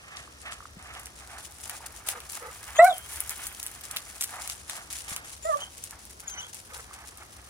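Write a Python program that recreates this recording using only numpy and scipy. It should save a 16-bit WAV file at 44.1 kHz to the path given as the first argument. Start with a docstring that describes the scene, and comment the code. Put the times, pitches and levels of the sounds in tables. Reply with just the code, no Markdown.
"""Dogs in a gravel yard

Paws crunch on stones (ringing grains, noise and sharp snaps) and tongues pant (noise through throat resonances).
One dog yips twice, clear and near, then softer to the right, from a few harmonics and hoarse noise.
Three thin nasal whistles glide on curves of their own; voices get echoes and a short tail.
Taps and hoarse huffs come between, over the shaped noise of distant traffic and outdoor hiss."""
import sys
import numpy as np
from scipy import signal
from scipy.fft import rfft, irfft
from scipy.io import wavfile

SR = 44100
rng = np.random.default_rng(int(sys.argv[2]) if len(sys.argv) > 2 else 0)


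def pcm_store(signal):
    """Save signal as 16-bit PCM."""
    levels = np.round(np.clip(np.atleast_2d(signal), -1, 1) * 32767)
    wavfile.write(sys.argv[1], SR, levels.astype(np.int16).T)


N = 330309   # length in samples, about 7.5 s

# Distant hum and outdoor hiss. Each row: frequency in Hz, relative level in dB.
AIR_SPECTRUM = [(25, -30.5), (42, -11.5), (66, 1), (95, -8), (170, -16), (400, -17), (1300, -20),
                (2600, -28.5), (6000, -24), (10000, -65.5), (13000, -35), (16500, -44)]
AIR_DB = -52.5
# How alike left and right are in the air sound. Each row: frequency in Hz, likeness from -1 to 1.
AIR_LIKENESS = [(60, 0.99), (150, 0.92), (380, 0.72), (950, -0.51), (2380, -0.78), (5980, 0.38),
                (15000, 0.91)]

# Steady shuffling and breath under the single events.
# Each row: time in seconds, shuffle level in dB, breath level in dB, ms by which the left side of the breath lags.
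PACK = [(0, -57, -56, -0.19), (1, -56.5, -64, -0.14), (2, -52, -54.5, -0.065), (3.2, -47, -52, -0.094),
        (4.4, -49, -58.5, -0.098), (5.4, -56, -69.5, -0.25), (6.4, -55.5, -70.5, 0.17),
        (7.49, -55.5, -58.5, 0.097)]
# Paws set down and dragged. Each row: time in seconds, length scale in seconds, level in dB.
STEPS = [(0.082, 0.021, -52.5), (0.16, 0.1, -49.5), (0.4, 0.04, -48.5), (0.462, 0.032, -47),
         (0.512, 0.042, -39.5), (0.824, 0.072, -49.5), (0.938, 0.17, -52), (1.157, 0.079, -49),
         (1.302, 0.07, -48.5), (1.385, 0.11, -44.5), (1.561, 0.1, -48.5), (1.631, 0.21, -44),
         (1.858, 0.015, -36.5), (1.958, 0.051, -50), (2.064, 0.081, -36.5), (2.292, 0.13, -42),
         (2.543, 0.035, -61), (2.759, 0.049, -43.5), (2.821, 0.099, -40.5), (2.942, 0.051, -47),
         (3.09, 0.14, -42), (3.27, 0.07, -43.5), (3.394, 0.072, -45), (3.599, 0.15, -50.5),
         (3.868, 0.15, -53), (4.197, 0.3, -51), (4.4, 0.21, -40), (4.676, 0.17, -43), (4.904, 0.18, -40),
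         (5.082, 0.079, -36), (5.245, 0.17, -44.5), (5.427, 0.25, -44.5), (5.769, 0.15, -47.5),
         (5.893, 0.078, -48.5), (5.991, 0.074, -50), (6.095, 0.062, -49), (6.198, 0.018, -44),
         (6.268, 0.079, -49.5), (6.484, 0.038, -47), (6.531, 0.1, -45), (6.65, 0.037, -52),
         (6.735, 0.12, -44.5), (6.932, 0.032, -43), (7.051, 0.067, -50), (7.242, 0.14, -61)]
# Tone colour of the gravel. Each row: frequency in Hz, relative level in dB.
GRAVEL_SPECTRUM = [(400, -24), (700, -9), (1200, -12.5), (2600, -9), (4400, -9), (7000, -2.5), (9600, -1),
                   (12000, -9.5), (15000, -10), (16500, -11.5)]
GRAINS_PER_S = 1300   # typical rate; it wanders
# Gain of the gravel's top octave, lower while the paws are far off. Each row: time in seconds, gain in dB.
TREBLE = [(0, -29), (0.9, -6), (1.7, -1), (2.3, 1), (3.2, 6), (4.7, -5.5), (5.4, -4), (7.49, -1.5)]
TREBLE_FROM_HZ = 10600
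FULL_TURN_HZ = 9700   # sound from the ground: the left lags more with pitch, one whole cycle from here up

# Panted breaths. Each row: time in seconds, length scale in seconds, level in dB.
PANTS = [(0.062, 0.18, -47.5), (0.444, 0.12, -41), (0.82, 0.22, -45.5), (1.207, 0.057, -51),
         (1.303, 0.11, -45.5), (1.665, 0.14, -46), (1.804, 0.081, -48), (2.065, 0.11, -45),
         (2.34, 0.061, -46), (2.413, 0.044, -48.5), (2.659, 0.083, -43), (2.752, 0.03, -36),
         (3.107, 0.16, -49.5), (3.3, 0.048, -43), (3.38, 0.048, -42.5), (3.44, 0.068, -46.5),
         (3.889, 0.15, -46), (4.291, 0.18, -43), (4.708, 0.14, -45), (5.05, 0.2, -44), (5.583, 0.07, -41),
         (5.91, 0.091, -51), (6.237, 0.097, -48.5), (6.343, 0.11, -45), (6.697, 0.15, -50),
         (6.877, 0.23, -49), (7.18, 0.1, -52)]
# Panting throat of the bigger dog.
# Each row: frequency in Hz, width of each of two filter passes in Hz, relative level in dB.
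THROAT = [(781, 320, 0.5), (1196, 477, 3), (1674, 447, 1), (2470, 660, -4.5)]
SMALL_THROAT_RISE = 1.225   # the smaller dog's resonances lie this many times higher
# How wide the panting mouths are open and who is heard.
# Each row: time in seconds, brightness in dB per octave, smaller dog's share of the power from 0 to 1.
GAPE = [(0, 4, .1), (0.9, 1, 0.3), (1.5, -4.5, 0.53), (2.3, -1, 0.39), (3.4, 3.5, 0.6), (3.95, 2, 0.3),
        (4.4, -4, 0.4), (5.1, 0.5, 0.4), (5.95, -4, .55), (6.4, -0.3, 0.8), (7.0, -3, 0.43),
        (7.49, 1.5, .15)]

# The loudest stones that snap under a paw.
# Each row: start in seconds, level in dB before a common trim, body level in dB relative to the crack.
STONES = [(0.17, -41.5, 24), (0.4165, -24, -19), (0.5235, -33.5, 17), (0.951, -36, 12.5),
          (0.9966, -25, -25), (1.0576, -21, -15), (1.069, -29.5, 5.5), (1.6963, -14.5, -0.5),
          (1.8626, -21, -29), (1.9226, -33, -31), (2.0875, -7, -4.5), (2.203, -27.5, 1), (2.322, -18, -23),
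          (2.8459, -14.5, -22), (2.9818, -16.5, -27), (3.2044, -11, -10), (3.2944, -9.5, -34),
          (3.3068, -15, -25), (3.4682, -15, -27), (3.6293, -12, -21), (3.6648, -13, -8.5),
          (3.671, -18, -11), (3.912, -14.5, -10), (3.963, -13.5, -2), (3.969, -16.5, 7), (4.2098, -9, -18),
          (4.214, -11, -10), (4.224, -12, -1.5), (4.232, -17.5, -2), (4.2375, -11, -6),
          (4.2413, -10.5, -10), (4.4756, -12.5, -9), (4.4985, -12.5, -3), (4.697, -16, 5),
          (4.9281, -12.5, -18), (5.1633, -9, -4.5), (5.442, -36, -2), (5.8392, -14, -22),
          (5.909, -19.5, -20), (6.0529, -21.5, -17.5), (6.107, -28, -12), (6.203, -24.5, -19),
          (6.5453, -19, -20), (6.948, -32, -6), (7.1739, -25.5, -10)]
# Smaller snaps come at random; their level follows the pressing paw, before the same trim.
PEBBLES_PER_S, PEBBLE_OVER_CRUNCH_DB, PEBBLE_BODY_DB = 15, 17.5, -12

# Dull taps and thuds.
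# Each row: start in seconds, starting level in dB, pitch in Hz, time to fall by 60 dB in seconds.
TAPS = [(0.276, -35, 1180, 0.019), (0.605, -23, 1250, 0.0081), (0.625, -35, 1200, 0.021),
        (0.655, -21.5, 1250, 0.008), (0.768, -36.5, 185, 0.061), (1.806, -32, 920, 0.016),
        (5.117, -26.5, 140, 0.014), (6.91, -30.5, 1180, 0.015)]

# Hoarse huffs. Each row: start in seconds, length in seconds, level of the voiced part in dB, pitch in Hz.
HUFFS = [(2.139, 0.06, -52, 472), (2.404, 0.11, -47.5, 431), (6.364, 0.102, -67, 498),
         (6.712, 0.1, -57, 480)]
# Throat of the huffs. Each row: frequency in Hz, width of each of two filter passes in Hz, relative level in dB.
HUFF_THROAT = [(496, 81, 3), (940, 100, -8), (1250, 140, 2.5), (2010, 80, -3)]

# Three nasal whines, one list for each. Each row: time in seconds, pitch in Hz, level in dB.
WHISTLES = [
    [(2.754, 3570, -40), (2.774, 3220, -38.5), (2.788, 3650, -37), (2.797, 3900, -42), (2.825, 3900, -49),
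     (2.858, 4160, -44), (2.895, 3800, -52), (2.912, 3480, -37.5), (2.948, 3100, -45), (2.97, 3050, -53),
     (3.035, 3160, -55), (3.06, 3220, -62)],
    [(5.425, 3540, -47), (5.443, 3610, -45), (5.485, 3690, -54), (5.53, 3180, -59), (5.585, 3170, -64),
     (5.605, 2980, -46), (5.625, 3170, -37), (5.648, 2990, -45.5), (5.69, 3220, -55)],
    [(6.272, 3620, -52), (6.281, 3450, -32), (6.295, 3080, -48), (6.32, 3210, -43), (6.36, 3000, -54),
     (6.405, 3000, -42.5), (6.424, 3480, -47), (6.433, 3020, -44.5), (6.452, 3400, -48), (6.49, 3240, -60)],
]
# A whine starts on its octave. One value per whine: starting lead of the octave over the fundamental in dB.
OCTAVE_LEADS_DB = [5, 19, 18]
OCTAVE_FADES_DB_PER_S = 149   # and hands over to the fundamental

# The two yips, one list for each.
# Each row: time in seconds, pitch in Hz, fundamental level in dB, overtone level in dB.
YIPS = [
    [(2.785, 627, -31, -44), (2.794, 640.3, -7.5, -14.5), (2.82, 694, -12, -27.5), (2.832, 693, -8.5, -51),
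     (2.847, 718, -13.5, -25), (2.86, 745, -18, -29), (2.87, 783, -29, -24), (2.882, 741, -18.5, -28),
     (2.904, 735, -21, -42), (2.917, 648, -30.5, -46), (2.934, 665, -31, -54)],
    [(5.445, 614, -52, -57), (5.455, 625, -27, -43), (5.482, 675, -33, -40.5), (5.498, 649, -20.5, -34),
     (5.53, 572, -40, -28), (5.545, 588, -51, -22.5), (5.56, 580, -28.5, -45), (5.59, 557, -53, -48)],
]
# Manner of each yip. Each row: left over right in dB, ms by which the left lags,
# third over second harmonic at the start in dB.
YIP_MANNER = [(-1, 0.02, 10.5), (-3, 0.48, 0.5)]
MOUTH_CLOSES_DB_PER_S = 238   # the third harmonic sinks under the second as the jaw shuts

# Yard echoes of walls and furniture. Each row: delay in ms, left level in dB, right level in dB.
ECHOES = [(59.5, -27.5, -29.5), (96., -38, -40.5)]
YARD_T60_S, YARD_DB = 0.13, -21   # tail: time to fall by 60 dB, level

# Shading by the microphone body. 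Each row: frequency in Hz, left over right in dB.
PORTS = [(60, 1.5), (130, 2), (290, 3.5), (640, 1), (1410, -4), (3100, -2.5), (6820, 6.5), (15000, -3)]
CAPSULE_HZ, CAPSULE_WIDTH_HZ, CAPSULE_DB = 10120, 1200, -3
CUTOFF_HZ = 16800   # from here up everything is at least 60 dB down

OPPOSITE = np.array([[1], [-1]])   # puts a sound into left and right with opposite sign


def from_db(db):
    """Gain of a level in dB."""
    return 10 ** (np.asarray(db) / 20)


def rms_one(x):
    """Scaled to rms 1."""
    return x / np.sqrt(np.mean(x ** 2) + 1e-20)


def in_time(rows):
    """Columns of a table at every sample, and a gate that is open while the table lasts."""
    s, *columns = np.transpose(rows)
    t = np.arange(N) / SR
    curves = [np.interp(t, s, column) for column in columns]
    gate = np.clip(np.minimum(t - s[0], s[-1] - t) / 0.0026, 0, 1)
    return curves + [gate]


def at_hz(points, hz):
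    """A spectrum read on a log-frequency axis."""
    point_hz, values = np.array(points).T
    return np.interp(np.log(hz), np.log(point_hz), values)


def drift(rate):
    """Random wandering with a spread of about 1; a higher rate in Hz wanders faster."""
    r = np.exp(-16 * np.pi * rate / SR)   # made at an eighth of the sample rate
    chance = rng.standard_normal(N // 8 + 4002)
    slow = signal.lfilter([1], [1, -2 * r, r * r], chance)[4000:]   # skip the filter's start
    return np.interp(np.arange(N) / 8, np.arange(len(slow)), rms_one(slow))


def resonate(x, hz, width):
    """One resonance with gain of about 1 on top."""
    r = np.exp(-np.pi * width / SR)
    feedback = [1, -2 * r * np.cos(2 * np.pi * hz / SR), r * r]
    return signal.lfilter([(1 - r * r) / 2, 0, (r * r - 1) / 2], feedback, x + 1e-18)


def throat(x, modes, tilt_db=0.):
    """Steep resonances side by side, tilted by the opening of the mouth; rms 1."""
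    out = 0
    for hz, width, db in modes:
        twice = resonate(resonate(x, hz, width), hz, width)
        out = out + from_db(db + tilt_db * np.log2(hz / 1240)) * twice
    return rms_one(out)


def colour(x, gain_db):
    """A smooth spectral shape given as a function of Hz."""
    hz = np.maximum(np.fft.rfftfreq(N, 1 / SR), 1)
    return irfft(rfft(x) * from_db(gain_db(hz)), N)


def place(x, pan_db, lag_ms=0.):
    """Left and right by level and by arrival time."""
    at = np.arange(N)
    left = np.interp(at - lag_ms * SR / 1000, at, x)
    return np.array([left * from_db(pan_db / 2), x * from_db(-pan_db / 2)])


def tone(hz, levels_db, gate, waver):
    """Harmonics on a pitch curve that wavers a little."""
    phase = 2 * np.pi * np.cumsum(hz * (1 + waver * drift(61))) / SR
    harmonics = sum(from_db(db) * np.sin((k + 1) * phase) for k, db in enumerate(levels_db))
    return np.sqrt(2) * gate * harmonics


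def handover(level_db, lead_db):
    """Two partials share one level: the upper leads by lead_db, the stronger of them has the level."""
    return level_db - np.maximum(lead_db, 0), level_db + np.minimum(lead_db, 0)


def swells(rows, under_db, rise, hold, fall, late=0.):
    """Gain of events that swell, hold and die away, added in power to a steady level."""
    t = np.arange(0, N, 16) / SR   # every 16th sample is enough
    s, length, db = np.transpose(rows)[:, :, None]
    age = (t - s) / length - late   # rise, hold, fall and late are all shares of the length
    rising = np.clip(age / rise + 1, 0, 1) ** 2
    falling = np.exp(-np.clip((age - hold) / fall, 0, 30))
    power = (from_db(db) ** 2 * rising * falling).sum(axis=0)
    return np.sqrt(from_db(under_db) ** 2 + np.interp(np.arange(N) / SR, t, power))


def air():
    """Distant hum and outdoor hiss: noise in half-octave bands, each with its own left-right likeness."""
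    out = 0
    edges = 22 * 2 ** np.arange(0, 9.6, .5)
    white = rng.standard_normal((2, 2, N))   # bands take turns with two noise pairs
    for k, (low, high) in enumerate(zip(edges, edges[1:])):
        band = signal.butter(2, [low, high], "band", fs=SR, output="sos")
        mid, side = signal.sosfilt(band, white[k % 2])
        alike = np.clip(at_hz(AIR_LIKENESS, np.sqrt(low * high)), -1, 1)
        out = out + np.sqrt(1 + alike) * mid + np.sqrt(1 - alike) * side * OPPOSITE
    return from_db(AIR_DB) * rms_one(colour(out, lambda hz: at_hz(AIR_SPECTRUM, hz)))


def crunch(gain):
    """Stones grind and click in clumps: uneven grains ring a few cycles on a bed of finer grit."""
    born = rng.random(N) < GRAINS_PER_S * from_db(5.0 * drift(40)) / SR
    sizes = born * from_db(1.7 * np.minimum(rng.exponential(1, N), 4)) * rng.choice([-1, 1], N)
    dealt = rng.integers(0, 14, N)   # each grain gets one of 14 pitches
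    ringing = 0
    for k, hz in enumerate(np.geomspace(900, 15000, 14)):
        aside = rng.normal(0, 1, 2)   # each size of stone lies at a spot of its own
        grains = resonate(sizes * (dealt == k), hz, hz * 0.15) / np.sqrt(hz)
        ringing = ringing + place(grains, 1.3 * aside[0], 0.007 * aside[1])
    middle, side = rng.standard_normal((2, N))
    # left and right differ mainly below the top octave
    side = signal.sosfilt(signal.butter(2, 6000, fs=SR, output="sos"), side)
    grit = rms_one(middle + 2.12 * side * OPPOSITE)
    grit_gain = from_db(5.5 + 2.5 * drift(17) + 3.8 * drift(180))
    mix = rms_one(ringing) + grit_gain * grit
    return gain * rms_one(colour(mix, lambda hz: at_hz(GRAVEL_SPECTRUM, hz)))


def distance(pair):
    """The paws' treble is turned down while they are far off and lifted at other moments."""
    treble_db, _ = in_time(TREBLE)
    low = signal.sosfiltfilt(signal.butter(2, TREBLE_FROM_HZ, fs=SR, output="sos"), pair)
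    return low + from_db(treble_db) * (pair - low)


def left_late(pair):
    """The left channel's phase falls behind up to one cycle."""
    cycles = np.minimum(np.fft.rfftfreq(N, 1 / SR) / FULL_TURN_HZ, 1)
    return np.array([irfft(rfft(pair[0]) * np.exp(-2j * np.pi * cycles), N), pair[1]])


def panting(gain, lag_ms):
    """Turbulent breath through the throats of a bigger and a smaller dog; a wider mouth is brighter."""
    tilt_db, share, _ = in_time(GAPE)
    share = np.clip(share, 0, 1)
    small = [(hz * SMALL_THROAT_RISE, width * SMALL_THROAT_RISE, db) for hz, width, db in THROAT]
    big_breath = throat(rng.standard_normal(N), THROAT, tilt_db)
    small_breath = throat(rng.standard_normal(N), small, tilt_db)
    aside = throat(rng.standard_normal(N), small, tilt_db)   # widens the stereo picture
    near = np.sqrt(1 - share) * big_breath + np.sqrt(share) * small_breath
    flicker = from_db(2.76 * drift(33))
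    return gain * flicker * rms_one(place(near, 0., lag_ms) + 0.252 * aside * OPPOSITE)


def stones(rows):
    """Each snap is a bright crack and a duller body, then a short rattle of the neighbouring stones."""
    out = np.zeros((2, N))
    t = np.arange(round(.04 * SR)) / SR
    chance = rng.standard_normal((len(rows), 4, len(t)))
    for (s, db, body_db), (crack_noise, body_noise, lumps, other) in zip(rows, chance):
        rattle = from_db(-17 - 60 * t / 0.11 + 2.4 * lumps[(t * 900).astype(int)])
        # the last noise sample also sets a chance pitch
        crack_hz = 8800 * from_db(0.75 * crack_noise[-1])
        body_hz = 2400 * from_db(np.clip(3.1 * body_noise[-1], -12, 12))
        crack = (crack_noise + 0.27 * other * OPPOSITE) * (from_db(-60 * t / 0.005) + rattle)
        body = (body_noise + 0.34 * other * OPPOSITE) * (from_db(-60 * t / 0.0035) + rattle)
        crack = resonate(crack, crack_hz, 6500)
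        body = resonate(body, body_hz, 2700)
        snap = crack / abs(crack).max() + from_db(body_db) * body / abs(body).max()
        piece = out[:, round(s * SR):round(s * SR) + len(t)]
        piece += from_db(db - 4.5) * snap[:, :piece.shape[1]]   # 4.5 dB is the common trim
    return out


def pebbles(gain):
    """Rows of chance snaps for stones(), their levels following the crunch around them, give or take."""
    at = np.flatnonzero(rng.random(N) < PEBBLES_PER_S / SR)
    spread = rng.standard_normal((N // 100 + 1, 2))[at // 100]
    rows = []
    for i, (louder, duller) in zip(at, spread):
        db = 20 * np.log10(gain[i]) + PEBBLE_OVER_CRUNCH_DB + 1.9 * louder
        rows.append((i / SR, db, PEBBLE_BODY_DB + 7.1 * duller))
    return rows


def taps():
    """Short damped rings with a soft start."""
    out = np.zeros(N)
    t = np.arange(N) / SR
    for s, db, hz, t60 in TAPS:
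        age = np.maximum(t - s, 0)
        soft_start = 1 - np.exp(-age / 0.0008)
        out += from_db(db - 60 * age / t60) * soft_start * np.sin(2 * np.pi * hz * age)
    return place(out, 0., 0.037)


def huffs():
    """Half-voiced grunts: shaky harmonics, and breath noise through a longer, narrower throat."""
    out = 0
    t = np.arange(N) / SR
    for s, length, db, hz in HUFFS:
        shape = from_db(db) * np.sin(np.pi * np.clip((t - s) / length, 0, 1)) ** 0.33
        shaky = from_db(6.3 * drift(54))
        voiced = tone(np.full(N, float(hz)), [-2.5, 3, -13.0, -16, -24], shaky, waver=0.016)
        breath = throat(rng.standard_normal(N), HUFF_THROAT)
        out = out + shape * (rms_one(voiced) + from_db(6.5) * breath)
    return place(out, 0., 0.17)


def whistles():
    """A second, high oscillation in the nose, fluttering in strength."""
    out = 0
    for rows, lead_db in zip(WHISTLES, OCTAVE_LEADS_DB):
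        hz, db, gate = in_time(rows)
        age = np.clip(np.arange(N) / SR - rows[0][0], 0, 1)
        levels_db = handover(db, lead_db - OCTAVE_FADES_DB_PER_S * age)
        out = out + tone(hz, levels_db, gate, waver=0.014)
    flutter = from_db(3.0 * drift(44) + 2.6 * drift(200))
    return place(out * flutter, 1.8, lag_ms=0.11)


def yips():
    """Clean glottal tone of five harmonics; hoarse breath noise follows the fundamental's level."""
    out = 0
    for rows, (pan_db, lag_ms, open_db) in zip(YIPS, YIP_MANNER):
        hz, one, over, gate = in_time(rows)
        age = np.clip(np.arange(N) / SR - rows[0][0], 0, 1)
        two, three = handover(over, open_db - MOUTH_CLOSES_DB_PER_S * age)
        clean = tone(hz, [one, two, three, three - 21, three - 36], gate, waver=0.0023)
        breath = throat(rng.standard_normal(N), [(986, 390, 15), (2280, 900, -13.5)])
        hoarse = gate * from_db(one - 24.0) * breath
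        out = out + place(clean + hoarse, pan_db, lag_ms)
    return out


def yard(x):
    """Two distinct echoes, and a dense dull tail of fading noise."""
    out = x.copy()
    for ms, *sides_db in ECHOES:
        lag = round(ms * SR / 1000)
        out[:, lag:] += from_db(sides_db)[:, None] * x[:, :-lag]
    t = np.arange(SR // 2) / SR
    tail = rng.standard_normal((2, len(t))) * from_db(-60 * t / YARD_T60_S) * np.clip(t / 0.027, 0, 1)
    tail = signal.lfilter([1], [1, -.8], tail)   # dulls it
    tail = tail / np.sqrt(np.sum(tail ** 2, axis=1, keepdims=True))
    return out + from_db(YARD_DB) * signal.fftconvolve(x, tail, axes=1)[:, :N]


def scene():
    """Voices in the yard's echoes, the near paws and breath dry."""
    shuffle_db, breath_db, lag_ms, _ = in_time(PACK)
    tread = swells(STEPS, shuffle_db, rise=0.027, hold=0.58, fall=0.12)
    lungs = swells(PANTS, breath_db, rise=.55, hold=.25, fall=.22, late=.3)
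    paws = crunch(tread) + stones(STONES) + stones(pebbles(tread))
    breath = panting(lungs, lag_ms) + huffs()
    voices = yard(whistles() + yips())
    return air() + left_late(distance(paws)) + breath + taps() + voices


def record(dry):
    """The microphone body shades each side by frequency, the capsules ring near the top, which is cut."""
    left = colour(dry[0], lambda hz: at_hz(PORTS, hz) / 2)
    right = colour(dry[1], lambda hz: -at_hz(PORTS, hz) / 2)
    shaded = np.array([left, right])
    shaded = shaded + from_db(CAPSULE_DB) * resonate(shaded, CAPSULE_HZ, CAPSULE_WIDTH_HZ)
    return signal.sosfilt(signal.cheby2(12, 60, CUTOFF_HZ, fs=SR, output="sos"), shaded)


dry = scene()
out = record(dry)
pcm_store(out)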